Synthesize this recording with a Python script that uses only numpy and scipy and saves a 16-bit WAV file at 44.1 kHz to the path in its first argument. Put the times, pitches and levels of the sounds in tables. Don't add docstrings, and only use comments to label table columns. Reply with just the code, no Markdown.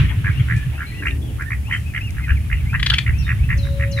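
import sys
import numpy as np
from scipy import signal
from scipy.fft import rfft, irfft
from scipy.io import wavfile

SR = 44100
rng = np.random.default_rng(int(sys.argv[2]) if len(sys.argv) > 2 else 0)


def master_out(mix):
    frames = np.transpose(np.atleast_2d(mix))
    ceiling = np.clip(frames, -1, 1)
    pcm = np.round(ceiling * 32767).astype(np.int16)
    wavfile.write(sys.argv[1], SR, pcm)


N = 176400
T = np.arange(N) / SR


def from_db(db):
    return 10 ** (np.asarray(db) / 20)


def rms_one(x):
    return x / np.sqrt(np.mean(x ** 2) + 1e-20)


def curve(rows, t=T):
    times, *columns = np.transpose(rows)
    return [np.interp(t, times, column) for column in columns]


def at_hz(points, hz):
    f, value = np.transpose(points)
    return np.interp(np.log(hz), np.log(f), value)


def drift(rate):
    targets = rng.standard_normal(4000)
    return np.interp(T * rate, np.arange(4000), targets) * 1.1


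def pan(db):
    return from_db(np.array([[db], [-db]]) / 2)


def add(out, start, sound):
    i = max(int(start * SR), 0)
    part = sound[..., :max(N - i, 0)]
    out[..., i:i + part.shape[-1]] += part


def noise(colour):
    # f/Hz, likeness (1 = the same)
    likeness = [(30, 0.71), (100, 1), (300, 0.65), (1000, 0.2), (2500, 0.033), (6000, 0.02), (15000, 0.094)]
    hz = np.maximum(np.arange(N // 2 + 1) * SR / N, 1)
    octaves_outside = np.maximum(np.log2(colour[0][0] / hz), 0) + np.maximum(np.log2(hz / colour[-1][0]), 0)
    mid, side = rfft(rng.standard_normal((2, N))) * from_db(at_hz(colour, hz) - 20 * octaves_outside)
    alike = np.clip(at_hz(likeness, hz), -1, 1)
    return rms_one(irfft(np.sqrt(1 + alike) * mid + np.sqrt(1 - alike) * side * [[1], [-1]], N))


def pond(x, echo_db, fade_s, lead_s=.00009):
    t = T[:SR // 2]
    reeds = rms_one(np.exp(-t / .0045) * (t > .002))
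    bank = rms_one(from_db(-60 * t / fade_s) * (1 - np.exp(-t / .004)))
    scatter = rng.standard_normal((2, len(t))) + .8 * rng.standard_normal(len(t))
    echo = rms_one(scatter * (.5 * reeds + bank)) / np.sqrt(len(t))
    direct = np.array([x[0], np.interp(T - lead_s, T, x[1])])
    return direct + from_db(echo_db) * signal.fftconvolve(x, echo, axes=1)[:, :N]


def whistle(hz, db):
    return from_db(db) * np.sin(2 * np.pi * np.cumsum(hz) / SR)


def arches(notes, flutter_db=3.5, octave_db=-23):
    out = np.zeros((2, N))
    waver, flutter, husk = drift(220), drift(120), drift(700)
    for start, length, first, middle, last, db, pan_db in notes:
        progress = np.arange(int(length * SR)) / (length * SR)
        t = start + progress * length
        arch = np.polyval(np.polyfit([0, .5, 1], [first, middle, last], 2), progress)
        hz = arch * (1 + .013 * np.interp(t, T, waver))
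        level = db + flutter_db * np.interp(t, T, flutter)
        rough = np.interp(t * middle / 2500, T, husk, period=T[-1])
        swell = np.sin(np.pi * progress) ** 0.24 * (1 + .3 * rough)
        tone = whistle(hz, level) + whistle(2 * hz, level + octave_db)
        add(out, start, pan(pan_db) * swell * tone)
    return out


def wind():
    # t/s, level/dB
    rumble_level = [(0.02, -20.5), (0.78, -25.5), (0.83, -30.5), (1.1, -25.5), (2.3, -23.5), (2.32, -11),
                    (2.48, -29), (2.54, -17), (2.96, -18.5), (3.01, -37), (3.1, -12.5), (3.39, -23),
                    (3.43, -14), (4.0, -27.5)]
    buffet_level = [(0.02, -8.5), (0.06, -13.5), (0.11, -24.5), (0.3, -15), (0.33, -26.5), (0.41, -12.5),
                    (0.45, -28.5), (0.56, -12), (0.63, -33), (0.67, -19), (0.76, -32), (3.41, -21),
                    (4.0, -23.5)]
    # f/Hz, level/dB
    rumble_colour = [(25, -19), (40, -14.5), (55, -5), (70, 2.5), (90, -9), (115, -35), (160, -23.5)]
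    buffet_colour = [(75, -28), (100, 5), (130, 1), (160, -9), (210, -25), (300, -31.5), (450, -44)]
    rumble = from_db(curve(rumble_level)[0]) * noise(rumble_colour)
    buffet = from_db(curve(buffet_level)[0]) * noise(buffet_colour)
    return rumble + buffet


def still_air(db=-41.5):
    # f/Hz, level/dB
    colour = [(200, 14.5), (280, 8.5), (430, -5), (800, -6.5), (1400, -16), (2000, -50), (3000, -18),
              (8000, -15), (10600, -10.5), (15500, -20)]
    return from_db(db) * noise(colour)


def drone():
    # t/s, level/dB
    level = [(0, -44.5), (.8, -53), (1.0, -42.5), (1.3, -38.5), (1.52, -55), (3, -66)]
    # f/Hz, level/dB
    colour = [(150, -47), (230, -12), (300, -3), (500, -18), (1000, -31)]
    return from_db(curve(level)[0]) * noise(colour)


def frog_chorus(flutter_db=1.5):
    # t/s, level/dB
    level = [(0, -28), (.11, -41), (.5, -39.5), (.72, -43), (1.25, -50), (2.2, -46), (3.4, -44.5),
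             (4, -46.5)]
    # f/Hz, level/dB
    colour = [(600, -30), (1100, -7), (1600, -0.5), (2800, 1), (3600, -8), (4600, -20), (7000, -27.5)]
    return from_db(curve(level)[0] + flutter_db * drift(65)) * noise(colour)


def far_calls():
    # t/s, length/s, first f/Hz, middle f/Hz, last f/Hz, level/dB, pan/dB
    chirps = [(.865, 0.047, 4100, 4140, 4240, -48, 6), (1.213, .08, 3280, 3310, 3040, -50.5, 9.1),
              (1.28, .025, 2970, 2900, 2820, -51.5, 9.9)]
    moans = [(.97, 0.14, 291.8, 297.4, 272, -36, 0), (1.16, .08, 241, 239, 205, -39.5, 0),
             (1.18, 0.127, 345, 315, 263, -46, 0)]
    return pond(arches(chirps), echo_db=0.5, fade_s=0.72) + pond(arches(moans), echo_db=-12, fade_s=0.32)


def hoot():
    # t/s, f/Hz, level/dB
    note = [(3.51, 564, -76), (3.58, 560, -42), (3.75, 555.5, -32), (4.0, 555, -31.5)]
    return pan(3) * whistle(*curve(note)) * (T > note[0][0])


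def clucks(roughness=0.17):
    # t/s, length/s, f/Hz, level/dB
    notes = [(0.097, 0.025, 954, -42.5), (0.719, 0.038, 707, -45), (1.675, 0.033, 933, -41.5)]
    out, wobble = np.zeros(N), drift(600)
    for start, length, hz, db in notes:
        progress = np.arange(int(length * SR)) / (length * SR)
        pitch = hz * (1 + roughness * np.interp(start + progress * length, T, wobble))
        add(out, start, np.sin(np.pi * progress) * whistle(pitch, db))
    return pond(pan(0) * out, echo_db=4.5, fade_s=0.28)


def splashes():
    # t/s, decay/s, level/dB
    dabbles = [(0.564, 0.028, -43.5), (1.059, 0.058, -47.5), (1.422, 0.0051, -41.5), (1.729, 0.13, -48),
               (2.107, 0.00077, -30)]
    # f/Hz, level/dB
    colour = [(1500, -21), (4000, 9), (6500, 13), (10000, 13.5), (15000, -16)]
    level = sum(from_db(db) * (T > start) * np.exp(-np.abs(T - start) / decay)
                for start, decay, db in dabbles)
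    return level * noise(colour)


def small_bird(pan_db=5):
    # t/s, f/Hz, level/dB
    slur_path = [(3.18, 6190, -55), (3.19, 5530, -38.5), (3.215, 5470, -56), (3.228, 4240, -51),
                 (3.242, 3660, -51), (3.27, 3700, -52), (3.29, 3500, -47)]
    # t/s, level/dB
    call_starts = [(3.572, -38.5), (3.913, -34.5)]
    # t/s from the call's start, f/Hz, level/dB
    call_shape = [(0, 6780, -7), (.008, 5460, -5), (.016, 4136, -4.5), (.05, 3980, -12), (.066, 3800, 2.5),
                  (.082, 3436, -20), (.1, 3700, -30)]
    calls, slur = np.zeros((2, N))
    call = whistle(*curve(call_shape, np.arange(0, call_shape[-1][0], 1 / SR)))
    for start, db in call_starts:
        add(calls, start, from_db(db) * call)
    slur_t = np.arange(slur_path[0][0], slur_path[-1][0], 1 / SR)
    add(slur, slur_t[0], whistle(*curve(slur_path, slur_t)))
    return (pond(pan(pan_db) * calls, echo_db=4.5, fade_s=0.92, lead_s=.00004)
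            + pond(pan(pan_db) * slur, echo_db=6, fade_s=.3, lead_s=.00004))


def rattle(bright_width_hz=1200, hiss_db=-18):
    # t/s, length/s, level/dB, brightest f/Hz
    clacks = [(2.793, 0.014, -39.5, 2100), (2.826, 0.0087, -32, 2660), (2.859, 0.014, -27, 3670),
              (2.897, 0.011, -26.5, 3400), (2.934, 0.013, -28, 2900), (2.981, 0.011, -27.5, 2470)]
    # f/Hz, width/Hz, level/dB
    throat_rings = [(1200, 700, -7), (2000, 400, 3), (2850, 420, 1), (3400, 320, 3), (4076, 240, 0),
                    (4600, 900, -6)]
    bursts, t = np.zeros(N), T[:SR // 20]
    for start, length, db, hz in clacks:
        puff = np.sin(np.pi * np.minimum(t / length, 1)).clip(0) * rng.standard_normal(len(t))
        bright = signal.lfilter(*signal.iirpeak(hz, hz / bright_width_hz, SR), puff)
        add(bursts, start, from_db(db) * rms_one(puff + bright) * np.sqrt(t[-1] / length))
    bursts += 1e-18
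    throat = np.zeros(N)
    for k, (hz, width, db) in enumerate(throat_rings):
        ring = signal.lfilter(*signal.iirpeak(hz, hz / width, SR), bursts)
        throat += (-1) ** k * from_db(db) * ring
    throat = signal.sosfilt(signal.butter(3, [850, 5700], "band", fs=SR, output="sos"), throat + 1e-18)
    hiss = signal.sosfilt(signal.butter(4, 9900, fs=SR, output="sos"), bursts)
    voice = rms_one(throat) * bursts.std() + from_db(hiss_db) * hiss
    return pond(pan(4) * voice, echo_db=-8.5, fade_s=.2, lead_s=.00007)


def cygnets(db=-1.5):
    # t/s, length/s, first f/Hz, middle f/Hz, last f/Hz, level/dB, pan/dB
    peeps = [(0.298, 0.038, 2430, 2210, 1900, -32.5, 2), (0.345, 0.044, 2520, 2760, 2810, -38, 8),
             (0.526, 0.097, 1904, 2450, 2260, -35.5, 4), (0.535, 0.11, 1785, 1715, 1740, -33, 0),
             (0.722, 0.11, 2064, 2650, 3100, -41.5, 5), (0.782, 0.14, 1816, 2213, 2400, -38, 3),
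             (0.91, 0.15, 1860, 2780, 2140, -38, 6), (0.897, 0.25, 1940, 1962, 1770, -35.5, 1.5),
             (1.455, 0.041, 1720, 1838, 1750, -35.5, -8), (1.63, 0.16, 2070, 2990, 2980, -38, 5.5),
             (1.84, .089, 2295, 2600, 2250, -42.5, 8), (2.002, 0.11, 2310, 2810, 1910, -35, 3),
             (2.187, 0.088, 1865, 2140, 1710, -34, 0), (2.197, 0.09, 2120, 2560, 2120, -39, 3),
             (2.311, 0.081, 2696, 2654, 1800, -34.5, 2), (2.378, .11, 2097, 2510, 2230, -50, 6),
             (2.536, 0.093, 2580, 2680, 1780, -37.5, 2), (2.655, 0.11, 1970, 2460, 2780, -34.5, 1),
             (2.933, 0.052, 1820, 2260, 2350, -29.5, -2), (3.129, 0.12, 2236, 2716, 2420, -38, 11),
             (3.385, 0.13, 2000, 2650, 2280, -37, 5), (3.556, 0.059, 2200, 2590, 2560, -44.5, 10),
             (3.857, .088, 2205, 2795, 3010, -45, 7)]
    return from_db(db) * pond(arches(peeps), echo_db=-9, fade_s=.35)


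def sac_ring(t, hz, width_s, phase, sweep_per_s=35, rasp_s=.005):
    slide = t + sweep_per_s * t ** 2 / 2
    blip = np.exp(-(t / width_s) ** 2) * np.cos(2 * np.pi * hz * slide + phase)
    grit = [np.interp(t, t[::64], rng.standard_normal(len(t[::64]))) for _ in range(2)]
    angle = 2 * np.pi * hz * t
    rasp = grit[0] * np.cos(angle) + grit[1] * np.sin(angle)
    return blip + .33 * rasp * np.exp(np.minimum(t / width_s, -t / rasp_s))


def croaking(croaks, pan_db, jitter_s=.0005, lag_s=.003, spread_db=1.2):
    # multiple of the pitch, level/dB, half-length/s, extra pan/dB
    sac_modes = [(0.681, -19.5, 0.0037, 6), (0.802, -16, 0.0012, -5), (0.997, -2, 0.003, -3.5),
                 (1.202, -7.5, 0.0027, -5), (1.404, -14, 0.0017, 12)]
    out, t = np.zeros((2, N)), T[:SR // 25] - .008
    for start, count, rate, db, hz, crest, climb in croaks:
        tuning = 1 + 0.037 * rng.standard_normal(len(sac_modes))
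        lean = np.log(.5) / np.log(crest)
        for k in range(count):
            effort = np.sin(np.pi * ((k + .5) / count) ** lean) ** .85
            from_middle_s = (k - (count - 1) / 2) / rate
            pitch = hz * (1 + 0.096 * (effort - 1) + climb * from_middle_s)
            late, stretch = rng.standard_normal(2)
            pulse_s = start + k / rate + jitter_s * late
            for (ratio, mode_db, width, side_db), tuned in zip(sac_modes, tuning):
                strength, detune, phase = rng.standard_normal(3)
                mode_hz = pitch * ratio * tuned * (1 + .03 * detune)
                ring = sac_ring(t, mode_hz, width * np.exp(.2 * stretch), phase)
                gain = pan(pan_db + side_db) * effort * from_db(db + mode_db + spread_db * strength)
                add(out, pulse_s + lag_s * (ratio - 1) + t[0], gain * ring)
    return out


def frogs():
    # t/s, pulse count, pulse rate/Hz, level/dB, f/Hz,
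    # crest (place of the strongest pulse, 0-1), pitch climb/(share per s)
    near_croaks = [(.247, 6, 93, -14.5, 1710, 0.41, -1), (.487, 5, 81, -14.5, 1826, 0.47, 0.5),
                   (.781, 6, 79, -22, 1650, 0.51, 1), (1.025, 2, 108, -20, 1720, .6, -0.5),
                   (1.057, 3, 76, -10.5, 2045, 0.48, 9.5), (1.109, 1, 80, -25.5, 2430, .5, 0),
                   (1.386, 5, 82, -22, 1650, 0.58, 3.5), (1.507, 4, 75, -17, 1780, 0.32, 1.5),
                   (1.702, 6, 81, -13, 1960, 0.55, -1.5), (1.938, 5, 76, -16, 2030, 0.53, -1.5),
                   (2.171, 4, 80, -25.5, 1700, 0.32, -7), (2.272, 5, 87, -16.5, 1860, 0.67, 0),
                   (2.503, 4, 78, -16.5, 1944, 0.51, 3.5), (2.733, 4, 113, -12, 1770, 0.58, 7.5),
                   (2.909, 3, 88, -15.5, 1595, 0.7, -3), (3.066, 4, 72, -16, 1847, 0.2, -2.5),
                   (3.269, 6, 84, -14.5, 1976, 0.53, -3), (3.493, 5, 83, -14, 1900, 0.44, -0.5),
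                   (3.653, 3, 55, -29, 1665, 0.44, -0.5), (3.799, 5, 80, -16.5, 1990, 0.51, 0.5),
                   (3.966, 6, 89, -15, 1786, 0.63, -6.5)]
    far_croaks = [(.035, 3, 109.8, -26, 2300, 0.71, -13), (.085, 5, 105.7, -26, 2100, 0.44, -8),
                  (.399, 3, 109.9, -25, 2095, 0.15, -3)]
    near = pond(croaking(near_croaks, pan_db=1), echo_db=-6, fade_s=.18)
    far = pond(croaking(far_croaks, pan_db=6), echo_db=-0.5, fade_s=.18)
    return near + far


def scene():
    croaks = frogs()
    background = wind() + frog_chorus() + drone() + still_air()
    calls = cygnets() + far_calls() + rattle() + small_bird() + clucks() + hoot()
    return background + splashes() + calls + croaks


def record(dry, ceiling=.86, cutoff_hz=15700):
    rounded = dry / (1 + (dry / ceiling) ** 6) ** (1 / 6)
    return signal.sosfilt(signal.ellip(10, .2, 90, cutoff_hz, fs=SR, output="sos"), rounded)


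dry = scene()
out = record(dry)
master_out(out)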